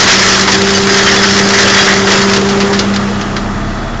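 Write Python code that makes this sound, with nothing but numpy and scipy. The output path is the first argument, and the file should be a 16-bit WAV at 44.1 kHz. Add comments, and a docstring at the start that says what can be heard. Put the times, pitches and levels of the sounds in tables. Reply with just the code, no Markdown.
"""In the cab of a tractor driving a flail mulcher through cut branches.
The rotor's flails drone over the diesel engine while a hail of chips rattles the steel hood.
Thick limbs are chopped, branches snap, chunks ping, a branch knocks and one flail rings.
Near the end the mulcher fades and the cab boom swells as the microphone turns into the cab.
The loud stretches overload it."""
import sys
import numpy as np
from scipy import signal
from scipy.fft import rfft, irfft
from scipy.io import wavfile
from scipy.ndimage import uniform_filter1d

SR = 44100
rng = np.random.default_rng(int(sys.argv[2]) if len(sys.argv) > 2 else 0)


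def log_audio(samples):
    """Write samples as a 16-bit WAV file to the path given in sys.argv[1]."""
    # one column per channel
    frames = np.atleast_2d(samples).T
    # limit to full scale, then quantise
    limited = np.clip(frames, -1, 1)
    pcm = np.round(limited * 32767).astype(np.int16)
    wavfile.write(sys.argv[1], SR, pcm)


N = 176400
T = np.arange(N) / SR

# rotor speed, sagging under load (time [s], speed [turns/s])
ROTOR_SPEED = [(0, 32.19), (0.3, 32.39), (0.6, 32.74), (0.9, 32.87), (1.7, 33.06), (1.84, 32.47),
               (1.95, 32.79), (2.08, 32.71), (2.5, 33.05), (3.0, 33.37), (3.35, 33.34), (3.65, 33.63)]
# drone of the flails (time [s], flail-passing tone [dB], its octave [dB])
DRONE_LEVELS = [(0, -14.5, -21), (.11, -18, -22), (.2, -15.5, -16.5), (.44, -14.5, -18), (.6, -12.3, -12),
                (1.2, -12.8, -12.7), (1.47, -11, -13.3), (1.8, -13.2, -12.3), (2.0, -11.3, -12.5),
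                (2.45, -10.3, -11), (2.72, -12.2, -13.2), (2.85, -11, -21), (3.05, -11, -26),
                (3.25, -20, -27), (3.65, -18.5, -38), (3.8, -30, -29), (4, -34, -34)]
# colour of the air churned by the rotor (frequency [Hz], relative level [dB])
CHURN_COLOUR = [(20, -20), (60, -16), (120, 0.5), (160, -6.5), (260, -4), (340, 3.5), (600, -3.5),
                (1300, -4.5), (2400, -12.5), (7500, -19)]
# fader of the churning air (time [s], level [dB])
CHURN_LEVEL = [(0, -18), (2.2, -14), (2.7, -15.5), (3.2, -22), (4, -30.5)]
# colour of the engine in the cab (frequency [Hz], relative level [dB])
ENGINE_COLOUR = [(25, -17), (60, -2.5), (125, 1), (220, -1), (315, -7.5), (420, -11), (520, -15),
                 (670, -6.5), (900, -11), (1300, -9.5), (1900, -14.5), (2400, -24.5), (5000, -28.5),
                 (7500, -36)]
# cab boom at crankshaft speed (time [s], level [dB])
BOOM_LEVEL = [(0, -31), (2.3, -37.5), (2.8, -28.5), (3.3, -25), (3.6, -18.5), (4, -21)]
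# strong engine orders (pitch [x crankshaft speed], level [dB])
ENGINE_ORDERS = [(3, -32.5), (3.5, -33.5), (4, -35), (6.75, -33), (9, -39.5), (9.5, -35.5)]
# gear whines (pitch at full speed [Hz], level [dB])
GEAR_WHINES = [(1203, -37), (1270, -34), (654, -38.5), (3400, -45)]
# how hard wood is being shredded (time [s], level [dB])
FEED_LEVEL = [(0, 0), (.05, -8.5), (.1, 2), (.17, -6.5), (.32, -4.5), (.44, -12), (.53, -9.5), (.58, -12.5),
              (.72, -11.5), (.86, -12.5), (.93, -6.5), (1.14, -7.5), (1.39, -8.5), (1.47, -11),
              (1.61, -4.5), (1.73, -7), (1.8, -3), (1.9, -9), (2.05, -14), (2.13, -5.5), (2.3, -13),
              (2.45, -19.5), (2.65, -21), (3.1, -23), (3.5, -32)]
# colour of the steel hood rattled by chips (frequency [Hz], relative level [dB])
HOOD_COLOUR = [(150, -14), (400, -2), (800, -4), (1100, -3), (1400, -1), (1900, 4.5), (2400, -4.5),
               (3300, -4), (4200, -4.5), (5200, -2), (6300, -6.5), (7500, -10.5)]
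# treble shelf on the shredding (time [s], gain [dB])
TREBLE_SHELF = [(0.28, 2), (.45, 1.5), (1.6, 0.5), (2.4, 0), (3, -10)]
# narrow resonances of the hood (centre [Hz], half-width [Hz], level against the shredding [dB])
HOOD_RESONANCES = [(1340, 74, -15.5), (1636, 110, -18.5), (3327, 33, -19.5), (5190, 32, -33)]
# thick limbs being chopped (time [s], hold [s], level [dB])
LIMB_CHOPS = [(0.074, 0.048, -1), (1.06, 0.023, -2.5), (1.232, 0.016, -8.5), (1.761, 0.039, -4.5),
              (1.865, 0.066, -7), (2.108, 0.043, -10)]
# colour of a chop (frequency [Hz], relative level [dB])
CHOP_COLOUR = [(300, -17.5), (850, -5.5), (1150, -5), (1680, 2.5), (2000, 3), (2450, -6), (5500, -13),
               (7500, -21.5)]
# branches snapping (time [s], level [dB], t60 [s], tilt above 2 kHz [dB/octave])
BRANCH_CRACKS = [(0.41, -2, 0.088, 5.5), (0.4765, 1, 0.1, -1), (.518, -2.5, 0.18, 3.5),
                 (.617, -3, 0.051, 4), (0.7047, -3, 0.049, 7), (.8919, -6.5, .1, -12),
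                 (1.2328, -2, 0.11, -1), (2.071, -3, 0.08, -6.5), (2.115, -5.5, .1, 1),
                 (2.2153, -5, 0.082, -2), (2.333, -5, 0.15, 2.5), (2.363, -2.5, 0.071, 3),
                 (2.488, -15, 0.32, 2), (2.6022, -8.5, 0.21, -2), (2.729, -10, 0.24, -1),
                 (2.791, -2, 0.084, 2), (2.9388, -14.5, 0.11, 1), (2.9608, -5, 0.045, 0),
                 (3.2121, -15, 0.078, -0.5), (3.365, -12.5, 0.11, -3)]
# colour of a crack before its tilt (frequency [Hz], relative level [dB])
CRACK_COLOUR = [(80, -36.5), (400, -6.5), (900, -5), (1800, 2.5), (2500, -3.5), (5000, -1), (7500, -13.5)]
# modes of the hood under a heavy branch (pitch [Hz], level [dB], t60 [s])
KNOCK_MODES = [(885, -5, 0.077), (980, -6, 0.12), (1253, -12, .12)]
# modes of a ringing flail (pitch [Hz], level [dB], t60 [s])
FLAIL_MODES = [(2954, -12, 0.19), (4750, -9.5, 0.22), (6240, -9, 0.12)]
# hard chunks pinging on the steel (time [s], pitch [Hz], level [dB])
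CHUNK_PINGS = [(1.065, 3120, -10), (1.172, 3464, -14), (1.229, 5150, -7.5), (1.786, 3310, -6.5),
               (1.89, 1893, -10.5)]
# treble roll-off on the whole mix (frequency [Hz], gain [dB])
TREBLE_ROLL_OFF = [(7200, 0.5), (7600, -7.5), (8000, -22), (8600, -20)]

FLAILS, ENGINE_CYCLES_PER_TURN = 6, .5205


def amp(db):
    """Decibels to gain."""
    return 10 ** (np.asarray(db) / 20)


def unit(x):
    """Scales to rms 1."""
    return x / np.sqrt(np.mean(x ** 2) + 1e-20)


def curve(rows, column=1):
    """One column of a time table at every sample."""
    rows = np.array(rows)
    return np.interp(T, rows[:, 0], rows[:, column])


def colour(x, points):
    """Shapes a sound with an EQ curve; rms 1."""
    f, db = np.transpose(points)
    hz = np.fft.rfftfreq(len(x), 1 / SR)
    gain = amp(np.interp(np.log(hz + 1), np.log(f), db))
    return unit(irfft(rfft(x) * gain, len(x)))


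def wander(rate_hz):
    """Smooth random drift of rms 1."""
    lowpass = np.exp(-(np.fft.rfftfreq(N, 1 / SR) / rate_hz) ** 2)
    return unit(irfft(rfft(rng.standard_normal(N)) * lowpass, N))


def patchy(depth_db, size=512):
    """Noise whose level drifts in patches of time and frequency."""
    noise = signal.stft(rng.standard_normal(N), nperseg=size)[2]
    bands = uniform_filter1d(rng.standard_normal(noise.shape), size=5, axis=0)
    patches = unit(uniform_filter1d(bands, size=6, axis=1))
    return unit(signal.istft(noise * amp(depth_db * patches), nperseg=size)[1][:N])


def add(mix, s, sound):
    """Mixes a sound in at s seconds."""
    part = mix[max(round(s * SR), 0):][:len(sound)]
    part += sound[:len(part)]


def decay(t, t60):
    """A tail that falls 60 dB in t60 seconds."""
    return np.exp(-np.log(1000) * t / t60)


def rotor(turns, waver_db=1.45):
    """Flails sweep past the hood: a wavering tone, its firm octave and churning air."""
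    sweep = 2 * np.pi * FLAILS * turns
    tone = amp(curve(DRONE_LEVELS) + waver_db * wander(24)) * np.sin(sweep)
    octave = amp(curve(DRONE_LEVELS, column=2)) * np.sin(2 * sweep)
    air = amp(curve(CHURN_LEVEL)) * colour(patchy(depth_db=2), CHURN_COLOUR)
    return tone + octave + air


def engine(cycles, cylinders=4, growl_db=-23.5, clatter_db=-24.5, size=2520):
    """The diesel repeats one growl per cycle and clatters at each firing, over cab boom and orders."""
    pattern = np.interp(cycles % 1, np.arange(size) / size, rng.standard_normal(size))
    firing = .5 + np.exp(-(cylinders * cycles % 1))
    growl = amp(growl_db) * colour(pattern * firing, ENGINE_COLOUR)
    clatter = amp(clatter_db) * colour(rng.standard_normal(N) * firing, ENGINE_COLOUR)
    crank = 2 * np.pi * 2 * cycles  # two crankshaft turns per cycle
    boom = amp(curve(BOOM_LEVEL) + wander(8)) * np.sin(crank)
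    out = growl + clatter + boom
    for order, db in ENGINE_ORDERS:
        peak = np.sqrt(2) * amp(db + 2 * wander(7.3))
        out += peak * np.sin(order * crank + 2 * np.pi * rng.random())
    return out


def gear_whine(cycles):
    """Gears sing thin, fluttering tones that follow the engine speed."""
    full_speed = (cycles[-1] - cycles[-2]) * SR
    out = np.zeros(N)
    for hz, db in GEAR_WHINES:
        peak = np.sqrt(2) * amp(db + 2 * wander(10))
        out += peak * np.sin(2 * np.pi * hz * cycles / full_speed + 1.03 * wander(27))
    return out


def shredding(chips_per_s=1500, spread_db=5.5, chip_share=.56, shelf_hz=3000, patches=24, size=2048):
    """A hail of chips, each ringing a patch of the hood, over the hiss of tearing wood."""
    strength = amp(spread_db * np.minimum(rng.exponential(1, N), 5))
    hits = strength * (rng.random(N) < chips_per_s / SR)
    patch_hit = rng.integers(0, patches, N)
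    chips = np.zeros(N)
    for patch in range(patches):
        ring = rng.standard_normal(size) * decay(T[:size], t60=.029)
        chips += signal.oaconvolve(hits * (patch_hit == patch), ring)[:N]
    hiss = patchy(depth_db=3.5)
    spray = colour(np.sqrt(chip_share) * unit(chips) + np.sqrt(1 - chip_share) * hiss, HOOD_COLOUR)
    treble = signal.sosfiltfilt(signal.butter(2, shelf_hz, "high", fs=SR, output="sos"), spray)
    return amp(curve(FEED_LEVEL)) * (spray + (amp(curve(TREBLE_SHELF)) - 1) * treble)


def ping(hz, db, hold_s=0, detune=.0319, size=8192):
    """One spot of steel rings as a mode with two close neighbours, held and then dying away."""
    t = T[:size]
    ring = np.sin(2 * np.pi * hz * t)
    for side in (-1, 1):
        neighbour_hz = hz * (1 + side * detune * rng.random())
        ring += .5 * np.sin(2 * np.pi * (neighbour_hz * t + rng.random()))
    return amp(db) * decay(np.maximum(t - hold_s, 0), t60=.086) * ring


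def singing_hood(pings_per_s=30, count=200):
    """The hood sings under the hail of chips: small pings and narrow resonances ride the feed."""
    out = np.zeros(N)
    for when, pitch, strength in rng.random((count, 3)):
        add(out, when * count / pings_per_s, ping(hz=1200 * 5.5 ** pitch, db=-18 + 8 * strength))
    hz = np.fft.rfftfreq(N, 1 / SR)
    for centre, half_width, db in HOOD_RESONANCES:
        resonance = 1 / (1 + ((hz - centre) / half_width) ** 2)
        out += amp(db) * unit(irfft(rfft(rng.standard_normal(N)) * resonance, N))
    return out * amp(curve(FEED_LEVEL))


def chops(turns, attack_s=.0037, bite_db=7.5, size=8192):
    """Flail after flail bites into a thick limb, driving the hood's main resonance in a rough surge."""
    t, out = T[:size], np.zeros(N)
    for s, hold_s, db in LIMB_CHOPS:
        swell = np.minimum(t / attack_s, 1) * decay(np.maximum(t - hold_s, 0), t60=.085)
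        add(out, s, amp(db) * swell * colour(rng.standard_normal(size), CHOP_COLOUR))
    bites = unit(amp(-bite_db * (FLAILS * turns % 1)))  # the level falls between flails
    return out * bites


def cracks(attack_s=.00066, splinter_db=1, size=8192):
    """Branches snap in short splintering bursts, dull or bright."""
    t, out = T[:size], np.zeros(N)
    for s, db, t60, tilt in BRANCH_CRACKS:
        tilted = [(hz, level + tilt * np.log2(max(hz / 2000, 1))) for hz, level in CRACK_COLOUR]
        snap = np.minimum(t / attack_s, 1) * decay(t, t60)
        add(out, s, amp(db) * snap * colour(rng.standard_normal(size), tilted))
    return out * amp(splinter_db * wander(320))


def struck_steel(modes, at_s):
    """One blow sets the hood or a flail ringing in its modes."""
    t, out = T[:SR // 2], np.zeros(N)
    for hz, db, t60 in modes:
        add(out, at_s, amp(db) * decay(t, t60) * np.sin(2 * np.pi * hz * t))
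    return out


def chunk_pings(grind_cycles=55.5):
    """Hard chunks ping on the steel, each note held while the chunk grinds on it."""
    out = np.zeros(N)
    for s, hz, db in CHUNK_PINGS:
        add(out, s, ping(hz, db, hold_s=grind_cycles / hz))
    return out


def scene():
    """Engine and rotor, geared together, lay a bed for the wood and steel; mono on both channels."""
    turns = np.cumsum(curve(ROTOR_SPEED)) / SR
    cycles = turns * ENGINE_CYCLES_PER_TURN
    machine = rotor(turns) + engine(cycles) + gear_whine(cycles)
    debris = shredding() + singing_hood() + chunk_pings() + chops(turns) + cracks()
    blows = struck_steel(KNOCK_MODES, at_s=.478) + struck_steel(FLAIL_MODES, at_s=.748)
    mono = machine + debris + blows
    return np.array([mono, mono])


def record(dry, threshold=1.5, release_db_per_s=4002, ceiling=.66, knee=3.4, edge_hz=8900):
    """Overload crunch: a very fast limiter and a soft clip, then treble roll-off and band limit."""
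    lowpass = signal.firwin(201, edge_hz, window=("kaiser", 7), fs=SR)[None]
    x = signal.oaconvolve(dry, lowpass, "same")
    release = T * release_db_per_s
    over_db = np.maximum(20 * np.log10(abs(x[0]) / threshold + 1e-9), 0)
    limited = x / amp(np.maximum.accumulate(over_db + release) - release)
    clipped = limited / (1 + abs(limited / ceiling) ** knee) ** (1 / knee)
    roll_off = amp(np.interp(np.fft.rfftfreq(2 * N, 1 / SR), *np.transpose(TREBLE_ROLL_OFF)))
    dulled = irfft(rfft(clipped, 2 * N) * roll_off)[:, :N]
    return signal.oaconvolve(dulled, lowpass, "same")


dry = scene()
out = record(dry)
log_audio(out)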